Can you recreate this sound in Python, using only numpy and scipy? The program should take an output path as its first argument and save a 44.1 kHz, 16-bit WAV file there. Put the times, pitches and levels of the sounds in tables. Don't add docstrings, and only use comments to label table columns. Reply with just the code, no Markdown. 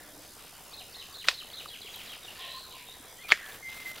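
import sys
import numpy as np
from scipy import signal
from scipy.fft import rfft, irfft
from scipy.io import wavfile
from scipy.ndimage import uniform_filter1d

SR = 44100
rng = np.random.default_rng(int(sys.argv[2]) if len(sys.argv) > 2 else 0)


def volts_from_decibels(level):
    exponent = np.asarray(level, float) / 20
    return 10 ** exponent


def waveform_to_disk(signal):
    frames = np.transpose(np.atleast_2d(signal))
    scaled = np.clip(frames, -1, 1) * 32767
    samples = np.round(scaled).astype(np.int16)
    wavfile.write(sys.argv[1], SR, samples)


N = 176400


def evened(x):
    return x / np.sqrt(np.mean(x ** 2) + 1e-20)


def smooth_noise(width, size=N):
    return evened(uniform_filter1d(rng.standard_normal(size), width))


def colour(x, points):
    point_hz, level_db = np.transpose(points)
    hz = np.fft.rfftfreq(x.shape[-1], 1 / SR)
    gain = volts_from_decibels(np.interp(np.log(hz + 1), np.log(point_hz), level_db))
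    return evened(irfft(rfft(x) * gain, x.shape[-1]))


def add(mix, start_s, sound):
    part = mix[max(round(start_s * SR), 0):][:len(sound)]
    part += sound[:len(part)]


def resonate(x, hz, width_hz):
    turn = np.exp(2j * np.pi * np.cumsum(hz * np.ones(len(x))) / SR)
    pole = np.exp(-np.pi * width_hz / SR)
    return 2 * (turn * signal.lfilter([1 - pole], [1, -pole], x / turn)).real


def fuzz(noise, hz, width_hz):
    return evened(resonate(resonate(noise, hz, width_hz), hz, width_hz))


def ring(modes, phases):
    t = np.arange(3000) / SR
    out = np.zeros(len(t))
    for (hz, level_db, t60_s), phase in zip(modes, phases):
        rise_s = max(.00035, .8 / hz)
        decay_s = min(t60_s, .02 * max(1, 1000 / hz))
        swell = np.sin(np.pi / 2 * np.minimum(t / rise_s, 1)) ** 2
        out += swell * volts_from_decibels(level_db - 60 * t / decay_s) * np.sin(2 * np.pi * hz * t + phase)
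    return out


def grains(size, per_s, spread_db):
    chance, strength, sign = rng.random((3, size))
    return (chance < per_s / SR) * volts_from_decibels(-spread_db * np.log(strength + 0.0034)) * np.sign(sign - .5)


def field(x, t60_s, echo_db):
    t = np.arange(SR // 2) / SR
    tail = rng.standard_normal(len(t)) * volts_from_decibels(-60 * t / t60_s) * (t > .004)
    return x + volts_from_decibels(echo_db) * signal.fftconvolve(x, tail / np.linalg.norm(tail))[:N]


def hiss(shape):
    # hz, level_db
    spectrum = [(25, -5), (150, -5.5), (400, -8), (5400, -15), (11000, -8.5), (15500, -8.5)]
    return volts_from_decibels(-55) * colour(rng.standard_normal(shape), spectrum)


def air():
    # hz, level_db
    spectrum = [(20, -14.5), (50, -3.5), (190, -9), (600, -8.5), (1600, -13), (4200, -14), (6500, -18.5),
                (12000, -23)]
    hz, _, z = signal.stft(colour(rng.standard_normal(N), spectrum), SR, nperseg=1024)
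    across_hz = uniform_filter1d(rng.standard_normal(z.shape), 10, 0)
    patches = evened(uniform_filter1d(across_hz, 8, 1))
    z = z * volts_from_decibels(3.56 * patches * (hz[:, None] > 430))
    return volts_from_decibels(-54) * signal.istft(z, SR, nperseg=1024)[1][:N]


def camera():
    # hz, level_db
    click = [(3000, -7), (5500, 6.5), (9500, 9), (13000, 7), (16000, -18)]
    # hz, level_db, t60_s
    tick = [(464, -49.5, 0.068), (750, -43.5, 0.023), (970, -42.5, 0.0089)]
    burst_hz, burst_at_s, duty = 69.52, .0062, .4
    click_hz, click_db = 1025, -58
    frame_s, frames_per_tick, tick_at_s = .04, 2.25, .0072
    t = np.arange(N) / SR
    gate = abs(((t - burst_at_s) * burst_hz + .5) % 1 - .5) < duty / 2
    turns = t * click_hz + .1 * smooth_noise(9000)
    clicks = np.diff(np.floor(np.maximum.accumulate(turns)), prepend=0)
    clicks = clicks * gate * (1 + .2 * rng.standard_normal(N))
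    out = volts_from_decibels(click_db) * colour(clicks, click)
    for k, draw in enumerate(rng.standard_normal((45, 4))):
        at_s = tick_at_s + frame_s * int(frames_per_tick * k)
        add(out, at_s, volts_from_decibels(0.5 * draw[3]) * ring(tick, .5 * draw))
    return out


def voice(curve, width_hz, pure, second_db=-40, beat_hz=0, beat=0):
    time_s, pitch_hz, level_db = np.transpose(curve)
    t = np.arange(N) / SR
    hz, noise = np.interp(t, time_s, pitch_hz), rng.standard_normal(N)
    tone = pure * np.sqrt(2) * np.sin(2 * np.pi * np.cumsum(hz) / SR)
    tone += (1 - pure) * fuzz(noise, hz, width_hz)
    tone += volts_from_decibels(second_db) * fuzz(noise, 2 * hz, 2 * width_hz)
    flutter = 1 + beat * np.sin(2 * np.pi * beat_hz * t)
    return tone * flutter * volts_from_decibels(np.interp(t, time_s, level_db, -140, -140))


def far_birds():
    # time_s, pitch_hz, level_db
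    coo = [(0, 296, -61.5), (.27, 292, -61), (.33, 289, -88)]
    chatter = [(.05, 5030, -78), (.3, 4800, -63), (.65, 5040, -69), (2.8, 4630, -65)]
    blur = [(2.228, 3720, -51), (2.255, 3650, -50), (2.27, 3200, -54), (2.285, 2860, -45),
            (2.335, 2840, -54)]
    pipe_over = [(2.35, 1810, -61), (2.415, 1850, -54), (2.5, 1861, -54), (2.575, 1830, -62),
                 (2.625, 1830, -73)]
    pipe = [(2.385, 1051, -52), (2.46, 1061, -51), (2.495, 1046, -57), (2.575, 1040, -45.5),
            (2.625, 1051, -67), (2.745, 1001, -52), (2.82, 981, -63), (3.15, 1031, -69)]
    slur = [(3.32, 2320, -60), (3.36, 2130, -54), (3.42, 1755, -45.5), (3.5, 1720, -47.5), (3.6, 1550, -68)]
    whistle = [(3.615, 2103, -52), (3.635, 2100, -43.5), (3.68, 2077, -34.5), (3.705, 2089, -45.5),
               (3.74, 2087, -57), (3.8, 2094, -41), (3.84, 2069, -47.5), (3.865, 2064, -35.5),
               (3.93, 2070, -52.5)]
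    out = voice(coo, 53, 0.24, second_db=-1.5)
    out += voice(chatter, 680, 0) + voice(blur, 290, 0.14)
    out += voice(pipe_over, 180, .1) + voice(pipe, 63, 0.25)
    out += voice(slur, 330, 0.13) + voice(whistle, 68, 0.68, beat_hz=126.2, beat=0.23)
    return field(out, 0.57, -7)


def rustle():
    # start_s, length_s, level_db, brightness (0 straw, 1 leaf)
    strokes = [(0.197, 0.074, -57.5, 0.3), (0.372, 0.13, -54, 0), (1.244, 0.038, -45, 0.4),
               (1.577, 0.09, -51, 0.54), (1.912, 0.25, -48.5, 0.42), (2.125, 0.056, -53, 0),
               (2.234, 0.2, -52, 0.2), (3.282, 0.043, -44, 0.86), (3.439, 0.15, -48.5, 0.8),
               (3.668, 0.28, -49.5, 0.41), (3.735, 0.052, -56.5, 1), (3.794, 0.049, -57.5, 0.2),
               (3.85, 0.07, -53, 1), (3.484, 0.04, -63, 0.86), (3.94, 0.12, -50.5, 0.4)]
    # hz, level_db
    straw = [(600, -4.5), (1500, 1.5), (3500, 7), (6000, -8), (12000, -37)]
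    leaf = [(2000, 2), (7000, -5.5), (11500, -3), (15500, -1)]
    # start_s, peak_db, pitch_hz
    snaps = [(1.243, -28, 2000), (1.959, -31.5, 13000), (3.317, -16, 4700), (3.3258, -25, 6950),
             (3.522, -34, 3600), (3.877, -41, 12000), (1.846, -34.5, 410), (1.2866, -25, 8100),
             (1.2868, -29.5, 10400), (1.2905, -24, 7350), (1.502, -33, 3140), (2.4, -38, 5000),
             (1.424, -35.5, 1210), (1.658, -26.5, 1210), (0.726, -37, 1220), (3.972, -39, 540),
             (3, -35, 267)]
    straw_level, leaf_level = np.zeros(N), np.zeros(N)
    for start_s, length_s, level_db, bright in strokes:
        shape = volts_from_decibels(level_db) * np.hanning(round(length_s * SR)) ** 0.14
        add(straw_level, start_s, shape * np.sqrt(np.clip(1 - bright, 0, 1)))
        add(leaf_level, start_s, shape * np.sqrt(np.clip(bright, 0, 1)))
    out = straw_level * colour(grains(N, 4400, 2.1), straw)
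    out += leaf_level * colour(grains(N, 6400, 0.62), leaf)
    out *= volts_from_decibels(2.73 * smooth_noise(400))
    t = np.arange(0, .012, 1 / SR)
    for start_s, peak_db, hz in snaps:
        decay = volts_from_decibels(peak_db - 60 * t / (0.0083 + 7.2 / hz))
        add(out, start_s, decay * np.minimum(t * hz / 2, 1) * np.sin(2 * np.pi * hz * t))
    return out


def note(length_s, from_hz, to_hz, level_db):
    u = np.linspace(0, 1, round(length_s * SR))
    if to_hz > from_hz:
        glide, fade_db = 1 - (1 - u) ** 2.27, 4.0
    else:
        glide, fade_db = u ** 1.315, 12.0
    hz = from_hz + (to_hz - from_hz) * glide
    swell = np.sin(np.pi * u) ** 0.37
    return volts_from_decibels(level_db - fade_db * u) * swell * np.sin(2 * np.pi * np.cumsum(hz) / SR)


def finch():
    # delay_s, length_s, from_hz, to_hz, level_db
    motif_a = [
        (-.016, 0.016, 4880, 4500, -4),
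        (0, 0.0243, 3500, 4496, 1.5),
        (.043, 0.012, 3530, 4180, 0),
        (.056, .016, 4230, 3600, 5),
        (.072, 0.0227, 3350, 2300, 1.5),
        (.077, 0.0165, 3300, 2520, -3),
    ]
    motif_b = [
        (-.004, 0.0127, 4830, 4300, -4),
        (.004, 0.0145, 4280, 3160, 5),
        (.021, 0.022, 3330, 3390, 0),
        (.051, .034, 3300, 1883, 3.5),
    ]
    # start_s, level_db, pitch_factor, pace_factor
    times_a = [
        (0.729, -43, 0.96, 1.0),
        (0.943, -42, 0.96, 0.97),
        (1.141, -41.5, 0.96, 1),
        (1.333, -40, .97, 0.97),
        (1.53, -40, 0.93, 0.94),
    ]
    times_b = [
        (1.681, -42, 0.98, 0.97),
        (1.811, -41.5, 0.99, 0.93),
        (1.935, -42, .96, 1.0),
        (2.071, -43, 0.97, 1.0),
    ]
    # (the two at 3.18 and 3.236 s are a second, lower bird)
    single_notes = [(2.407, 0.02, 3350, 2800, -40), (3.18, 0.072, 1880, 2160, -50),
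                    (3.236, 0.054, 2470, 2160, -41), (1.843, .009, 3700, 4150, -49),
                    (1.714, .009, 3600, 4050, -53), (2.112, .018, 3900, 3400, -47),
                    (2.138, .02, 3650, 3800, -48), (2.13, .014, 4100, 4700, -52),
                    (2.158, .02, 4700, 5100, -51), (2.361, .022, 3900, 4650, -52),
                    (1.592, .01, 3500, 4100, -44)]
    # time_s, pitch_hz, level_db
    buzz_high = [(2.385, 3870, -56), (2.425, 3860, -50.5), (2.465, 3890, -53), (2.53, 3940, -46.5),
                 (2.575, 4300, -50.5), (2.63, 4060, -52.5), (2.675, 3850, -57), (2.71, 3910, -51),
                 (2.82, 3930, -65)]
    buzz_low = [(2.39, 3300, -48), (2.43, 2800, -45.5), (2.5, 3070, -48.5), (2.56, 3430, -55)]
    droop = [(2.71, 3200, -57), (2.76, 2700, -54), (2.8, 2370, -51.5), (2.84, 2450, -63), (2.9, 3050, -59)]
    buzz_end = [(2.86, 3650, -57), (2.9, 3720, -46), (2.94, 3900, -55), (2.97, 3850, -72),
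                (3.05, 3870, -78)]
    out = np.zeros(N)
    for motif, times in ((motif_a, times_a), (motif_b, times_b)):
        for start_s, call_db, factor, pace in times:
            for delay_s, length_s, from_hz, to_hz, note_db in motif:
                sound = note(pace * length_s, from_hz * factor, to_hz * factor, call_db + note_db)
                add(out, start_s + pace * delay_s, sound)
    for start_s, *settings in single_notes:
        add(out, start_s, note(*settings))
    out += voice(buzz_high, 370, 0.12) + voice(buzz_low, 1050, .1)
    out += voice(droop, 880, .05) + voice(buzz_end, 250, 0.26)
    echoes = field(out, .5, -1.7) - out
    shimmer = evened(uniform_filter1d(rng.standard_normal((2, N)), 60))
    return out * volts_from_decibels(1.45 * shimmer[0]) + echoes * volts_from_decibels(3.0 * shimmer[1])


def shears():
    # start_s, peak_db
    cut_a = [
        (1.2851, -3),
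        (1.2864, -9),
        (1.2903, -15),
        (1.313, -28),
    ]
    cut_b = [
        (3.3206, 2),
        (3.326, -10),
        (3.330, -40),
        (3.340, -32),
    ]
    crunch = [
        (1.2525, -31),
        (3.2925, -23.5),
        (3.304, -17.5),
        (3.3115, -16.5),
        (3.3148, -13),
        (3.3745, -32),
        (3.462, -31),
    ]
    # hz, level_db, t60_s
    ring_a = [(679, -10, 0.015), (828, -9.5, .012), (1065, -2.5, 0.016), (1497, -3.5, .011),
              (1800, 7.5, 0.0097), (2570, 6.5, 0.0098), (3720, 3, 0.0087), (4090, 4, .01),
              (5040, 3.5, 0.0077), (6300, -5, 0.0049)]
    ring_b = [(390, -2.5, 0.031), (595, -6, 0.031), (1460, -25, 0.016), (1827, 11.5, 0.014),
              (2180, 23.5, 0.0079), (2570, -7.5, 0.0087), (3500, 0.5, 0.019), (4250, 4, 0.012),
              (6760, -11, 0.0051), (11300, -16, 0.0046)]
    fibre = [(1300, 8, 0.018), (2300, 9, 0.008), (3300, 13.5, 0.0086), (4300, 6.5, 0.0076)]
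    # start_s, level_db, t60_s, centre_hz, width_hz
    debris = [
        (1.274, -34, 0.21, 2730, 3520),
        (1.286, -31.5, 0.19, 3300, 3460),
        (1.289, -31, 0.054, 4240, 500),
        (3.285, -40.5, 0.47, 3160, 1500),
        (3.319, -29, 0.18, 1860, 764),
        (3.322, -38.5, 0.17, 4700, 3720),
    ]
    out, t = np.zeros(N), np.arange(SR // 2) / SR
    for cracks, modes, push in ((cut_a, ring_a, -1), (cut_b, ring_b, 1), (crunch, fibre, -1)):
        for start_s, peak_db in cracks:
            blow = ring(modes, .5 * rng.uniform(-1.7, 1, 14))
            add(out, start_s, push * volts_from_decibels(peak_db) * blow / abs(blow).max())
    for start_s, level_db, t60_s, centre_hz, width_hz in debris:
        crackle = fuzz(grains(len(t), 9000, 0.6), centre_hz, width_hz)
        add(out, start_s, crackle * volts_from_decibels(level_db - 60 * t / t60_s))
    low_cut = signal.butter(4, 430, "high", fs=SR, output="sos")
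    return field(signal.sosfilt(low_cut, out), 0.73, -28)


def scene():
    mono = air() + camera() + far_birds() + rustle() + finch() + shears()
    return np.array([mono, mono])


def low_pass(x):
    return signal.sosfilt(signal.butter(12, 16970, fs=SR, output="sos"), x)


def record(dry):
    clipped = np.clip(dry + hiss(dry.shape), -1, 1)
    edge = signal.firwin(401, 15800, window=("kaiser", 9), fs=SR)[None]
    mix = signal.oaconvolve(clipped, edge, "same") + 0.00028
    return low_pass(mix)


dry = scene()
out = record(dry)
waveform_to_disk(out)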